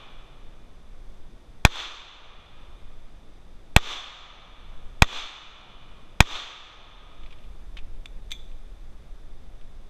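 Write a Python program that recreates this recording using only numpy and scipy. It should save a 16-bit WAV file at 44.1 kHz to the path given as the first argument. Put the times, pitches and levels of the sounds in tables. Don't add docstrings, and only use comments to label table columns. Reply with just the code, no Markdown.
import sys
import numpy as np
from scipy import signal
from scipy.fft import rfft, irfft
from scipy.io import wavfile

SR = 44100
rng = np.random.default_rng(int(sys.argv[2]) if len(sys.argv) > 2 else 0)


def wrap_up_sound(samples):
    columns = np.atleast_2d(samples).T
    tamed = np.clip(columns, -1, 1)
    steps = np.round(tamed * 32767).astype(np.int16)
    wavfile.write(sys.argv[1], SR, steps)


N = 436149
TIME = np.arange(N) / SR

# start_s, blast_db, echo_db, cymbal_db
SHOT_EVENTS = [(-.69, 0, 0, 1), (1.6499, .9, 1, -.5), (3.76305, 1.1, 1.2, .5), (5.02088, .7, .2, .5),
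               (6.2043, 1.1, .8, .5)]
# pitch_hz, level_db, t60_s
CASE_MODES = [(810, 12.9, .006), (1340, 11.3, .0063), (410, 5.5, .009), (1905, -3.5, .044),
              (2480, 11.4, .009), (3580, 6.5, .011), (4020, 3.1, .008), (5570, -1.9, .008)]
# centre_hz, width_hz, gain_db
CASE_RESONANCES = [(1210, 280, 5.3), (2400, 350, 2), (3560, 270, 10), (4950, 250, 4), (6080, 450, 7.5)]
# pitch_hz, level_db, t60_s
CYMBAL_MODES = [(744, -55, 2.4), (944, -55, 2.3), (1092, -57, 2), (1166, -56, 2), (1244, -51, 2.3),
                (1350, -55, 2.1), (1728, -58, 2.2), (2263, -53, 2), (2326, -52, 2.2), (2444, -50, 2.5),
                (2945, -52, 2.1), (3009, -51, 2.1), (3449, -58, 1.9), (3580, -59, 1.9)]
# delay_s, level_db, t60_s
REFLECTIONS = [(.0087, -7.5, .013), (.0167, -18.5, .025), (.0218, -19.5, .02), (.108, -29, .04)]
# frequency_hz, density_db
SMACK_SPECTRUM = [(200, -4), (500, -5), (1000, 2), (2000, -4), (3000, -10), (3500, -7), (4200, -13),
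                  (5000, -21), (6200, -19), (8000, -23), (10000, -36), (14000, -30)]
# frequency_hz, density_db
ECHO_SPECTRUM = [(12, 20), (30, 8), (70, -6), (150, -23), (280, -9), (550, -5), (850, -1.8), (1200, 0),
                 (1500, -3), (2050, -2.3), (2900, 1.3), (3400, 2.5), (3850, -3.2), (4250, -2.3),
                 (4650, -11), (7300, -12), (9500, -28), (13000, -23), (15000, -34)]
# start_s, level_db
GRIP_CLICKS = [(7.2345, -43), (7.2614, -43), (7.307, -42), (7.325, -40), (7.386, -47), (7.437, -47),
               (7.7697, -28.5), (7.787, -38), (8.514, -50), (9.612, -49)]
# frequency_hz, density_db
GRIP_SPECTRUM = [(400, -17), (1000, -13), (1500, -15), (2000, -5), (2450, 3), (3100, -2), (3700, -9),
                 (5000, -16), (6200, -24), (7500, -22), (13000, -31)]
# start_s, contact_db, contact_t60_s, tilt_db_per_octave, modes_db
SLIDE_CATCHES = [(8.0578, -22.5, .016, -3.5, -60), (8.3075, -33, .06, 0, -46),
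                 (8.3172, -16.5, .014, -.5, -40), (8.3215, -26, .04, 0, -38.5)]
# frequency_hz, density_db
CATCH_SPECTRUM = [(300, -27), (900, -16), (1500, -17), (2200, -5), (2800, -3), (3300, 5), (4000, -1),
                  (4800, -17), (6200, -14), (7500, -5), (10000, -19), (14000, -13)]
# pitch_hz, level_db, t60_s
SLIDE_MODES = [(2120, -1, .1), (2380, -2, .13), (3400, -4, .3), (3560, -12, .55), (3900, -7, .1),
               (4530, -17, .13), (6270, -9, .16), (7250, -11, .16), (10760, -19, .2), (12290, -14, .2),
               (13230, -17, .17)]
# frequency_hz, density_db
WIND_SPECTRUM = [(5, -7), (11, 0), (20, -7), (35, -12), (60, -23), (110, -36), (250, -50), (600, -72)]
# peak_s, half_length_s, gain_db
RUMBLE_SWELLS = [(1.1, .15, 6), (2.8, .25, 3), (4.85, .25, 6)]
# frequency_hz, density_db
AIR_SPECTRUM = [(60, 0), (150, -2.5), (300, -7), (650, -11), (1200, -21), (2000, -22), (3500, -27.5),
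                (5000, -31.5), (6200, -36), (8000, -34.5), (12500, -38.5), (15000, -46)]


def muzzle_blasts(lead_db=-16.6, main_lag_s=.00124):
    out = np.zeros(N)
    for start_s, blast_db, _, _ in SHOT_EVENTS:
        add(out, start_s, from_db(blast_db + lead_db) * pressure_front())
        add(out, start_s + main_lag_s, from_db(blast_db) * pressure_front())
    return out


def pressure_front(push_db=7.9, push_s=.00125, leak_hz=4.6, detune=.02):
    t = TIME[:SR // 2]
    push = -from_db(push_db) * t / push_s * np.exp(1 - t / push_s)
    push = signal.sosfilt(signal.butter(2, leak_hz, "high", fs=SR, output="sos"), push)
    modes = [(hz * (1 + detune * rng.normal()), db, t60) for hz, db, t60 in CASE_MODES]
    return push + ring(modes, t)


def cymbal(spread_db=2.5, smack_db=-32, shimmer_db=-65, shimmer_t60_s=2.1, weak_count=70):
    out = np.zeros(N)
    travel_s = .067
    weak_modes = [(hz, shimmer_db, shimmer_t60_s) for hz in rng.uniform(700, 3700, weak_count)]
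    partials = np.array([ring([mode], TIME[:2 * SR]) for mode in list(CYMBAL_MODES) + weak_modes])
    for start_s, _, _, db in SHOT_EVENTS:
        strengths = from_db(db + spread_db * rng.standard_normal(len(partials)))
        signs = rng.choice([-1, 1], len(partials))
        add(out, start_s + travel_s, (strengths * signs) @ partials)
        add(out, start_s + travel_s, from_db(db + smack_db) * burst(SMACK_SPECTRUM, t60_s=.02))
    return out


def woods():
    out = np.zeros(N)
    for start_s, blast_db, echo_db, _ in SHOT_EVENTS:
        add(out, start_s, from_db(echo_db) * forest_echo())
        for delay_s, db, t60_s in REFLECTIONS:
            add(out, start_s + delay_s, from_db(blast_db + db) * burst(SMACK_SPECTRUM, t60_s))
    return out


def forest_echo(loss_db_per_s_at_1khz=1.7, loss_power=1.3):
    t = TIME[:2 ** 17]
    centres_hz = np.array([0, 1500, 3500, 5000, 7000, 10000, 15000])
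    spectrum = rfft(noise(ECHO_SPECTRUM, len(t)))
    bin_hz = np.fft.rfftfreq(len(t), 1 / SR)
    scattered = 0
    for hz in centres_hz:
        band = irfft(spectrum * np.interp(bin_hz, centres_hz, centres_hz == hz))
        scattered += band * from_db(-loss_db_per_s_at_1khz * (hz / 1000) ** loss_power * t)
    slopes = swell(t, top_s=.155, top_db=-24.6, growth=1.1)
    undergrowth = from_db(-32) * decay(t, t60_s=.25)
    ground_roll = band_noise(240, 520, len(t)) * from_db(-40) * decay(t, t60_s=.9)
    far_end = band_noise(450, 1050, len(t)) * swell(t, top_s=.58, top_db=-56, growth=1.5)
    return scattered * np.hypot(slopes, undergrowth) + ground_roll + far_end


def swell(t, top_s, top_db, growth, spread_power=1.6, loss_db_per_s=7.5):
    path = np.maximum(t / top_s, 1e-9)
    spreading = np.maximum(path, 1) ** -spread_power
    absorption = from_db(-loss_db_per_s * np.maximum(t - top_s, 0))
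    return from_db(top_db) * np.minimum(path, 1) ** growth * spreading * absorption


def grip(click_db=-7.5, cutoff_hz=5200):
    out = np.zeros(N)
    for start_s, db in GRIP_CLICKS:
        add(out, start_s, from_db(db + click_db) * burst(GRIP_SPECTRUM, t60_s=.05))
    return signal.sosfilt(signal.butter(1, cutoff_hz, fs=SR, output="sos"), out)


def slide(catch_db=-13, clack_db=.5, ring_db=-15.5, damping=7, detune=.018, cluster_size=3):
    out = np.zeros(N)
    for start_s, contact_db, contact_t60_s, tilt, modes_db in SLIDE_CATCHES:
        spectrum = [(hz, db + tilt * np.log2(hz)) for hz, db in CATCH_SPECTRUM]
        add(out, start_s, from_db(contact_db + catch_db) * burst(spectrum, contact_t60_s))
        damped = [(hz, db, t60 / damping) for hz, db, t60 in SLIDE_MODES]
        add(out, start_s, from_db(modes_db + clack_db) * ring(damped, TIME[:SR // 4]))
        clusters = list(SLIDE_MODES) * cluster_size
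        free = [(hz * (1 + detune * rng.normal()), db, t60) for hz, db, t60 in clusters]
        add(out, start_s, from_db(modes_db + ring_db) * ring(free, TIME[:SR // 2]))
    return out


def nearby_trees(x, echo_db=-17, t60_s=1.1):
    echo = rng.standard_normal(SR) * decay(TIME[:SR], t60_s)
    return x + from_db(echo_db) * signal.fftconvolve(x, echo / np.linalg.norm(echo))[:N]


def wind(breeze_db=-42, move_s=7.15, rise_s=.25, move_db=9.3, settle_db_per_s=1.7):
    onset = np.clip((TIME - move_s) / rise_s, 0, 1)
    moving_db = onset * (move_db - settle_db_per_s * (TIME - move_s))
    swell_db = sum(db * np.exp(-((TIME - peak_s) / half_s) ** 2) for peak_s, half_s, db in RUMBLE_SWELLS)
    return from_db(breeze_db + moving_db + swell_db) * noise(WIND_SPECTRUM)


def through_case(x):
    for hz, width_hz, db in CASE_RESONANCES:
        band = signal.lfilter(*signal.iirpeak(hz, hz / width_hz, fs=SR), x)
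        x = x + (from_db(db) - 1) * band
    return x


def gain_control(x, threshold_db=4.6, release_db_per_s=13.5, attack_s=.003):
    over_db = np.maximum(20 * np.log10(np.abs(x) + 1e-9) - threshold_db, 0)
    recovery_db = release_db_per_s * TIME
    held_db = np.maximum.accumulate(over_db + recovery_db, axis=-1) - recovery_db
    pole = np.exp(-1 / (attack_s * SR))
    return x * from_db(-signal.lfilter([1 - pole], [1, -pole], held_db))


def from_db(db):
    return 10 ** (np.asarray(db) / 20)


def decay(t, t60_s):
    return np.exp(-np.log(1000) * t / t60_s)


def ring(modes, t):
    return sum((-1) ** k * from_db(db) * decay(t, t60_s) * np.sin(2 * np.pi * hz * t)
               for k, (hz, db, t60_s) in enumerate(modes))


def noise(spectrum, size=N):
    padded = 1 << (size - 1).bit_length()
    hz, db = np.transpose(spectrum)
    bin_hz = np.fft.rfftfreq(padded, 1 / SR)
    gain = from_db(np.interp(np.log(bin_hz + 1e-9), np.log(hz), db))
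    x = irfft(rfft(rng.standard_normal(padded)) * gain)[:size]
    return x / x.std()


def band_noise(low_hz, high_hz, size):
    bandpass = signal.butter(2, [low_hz, high_hz], "band", fs=SR, output="sos")
    x = signal.sosfilt(bandpass, rng.standard_normal(size))
    return x / x.std()


def burst(spectrum, t60_s):
    t = TIME[:SR // 6]
    return noise(spectrum, len(t)) * decay(t, t60_s)


def add(out, start_s, sound):
    at = int(round(start_s * SR))
    part = sound[max(-at, 0):max(N - at, 0)]
    out[max(at, 0):max(at, 0) + len(part)] += part


def scene(air_db=-55):
    outside = woods() + cymbal() + nearby_trees(grip() + slide())
    outside += from_db(air_db) * noise(AIR_SPECTRUM)
    return (muzzle_blasts() + through_case(outside) + wind())[None]


def record(dry, ceiling=.94, rolloff_hz=11500, cutoff_hz=15000):
    x = gain_control(dry)
    saturated = x / (1 + (x / ceiling) ** 4) ** (1 / 4)
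    softened = signal.sosfilt(signal.butter(2, rolloff_hz, fs=SR, output="sos"), saturated)
    return signal.sosfiltfilt(signal.butter(16, cutoff_hz, fs=SR, output="sos"), softened)


dry = scene()
out = record(dry)
wrap_up_sound(out)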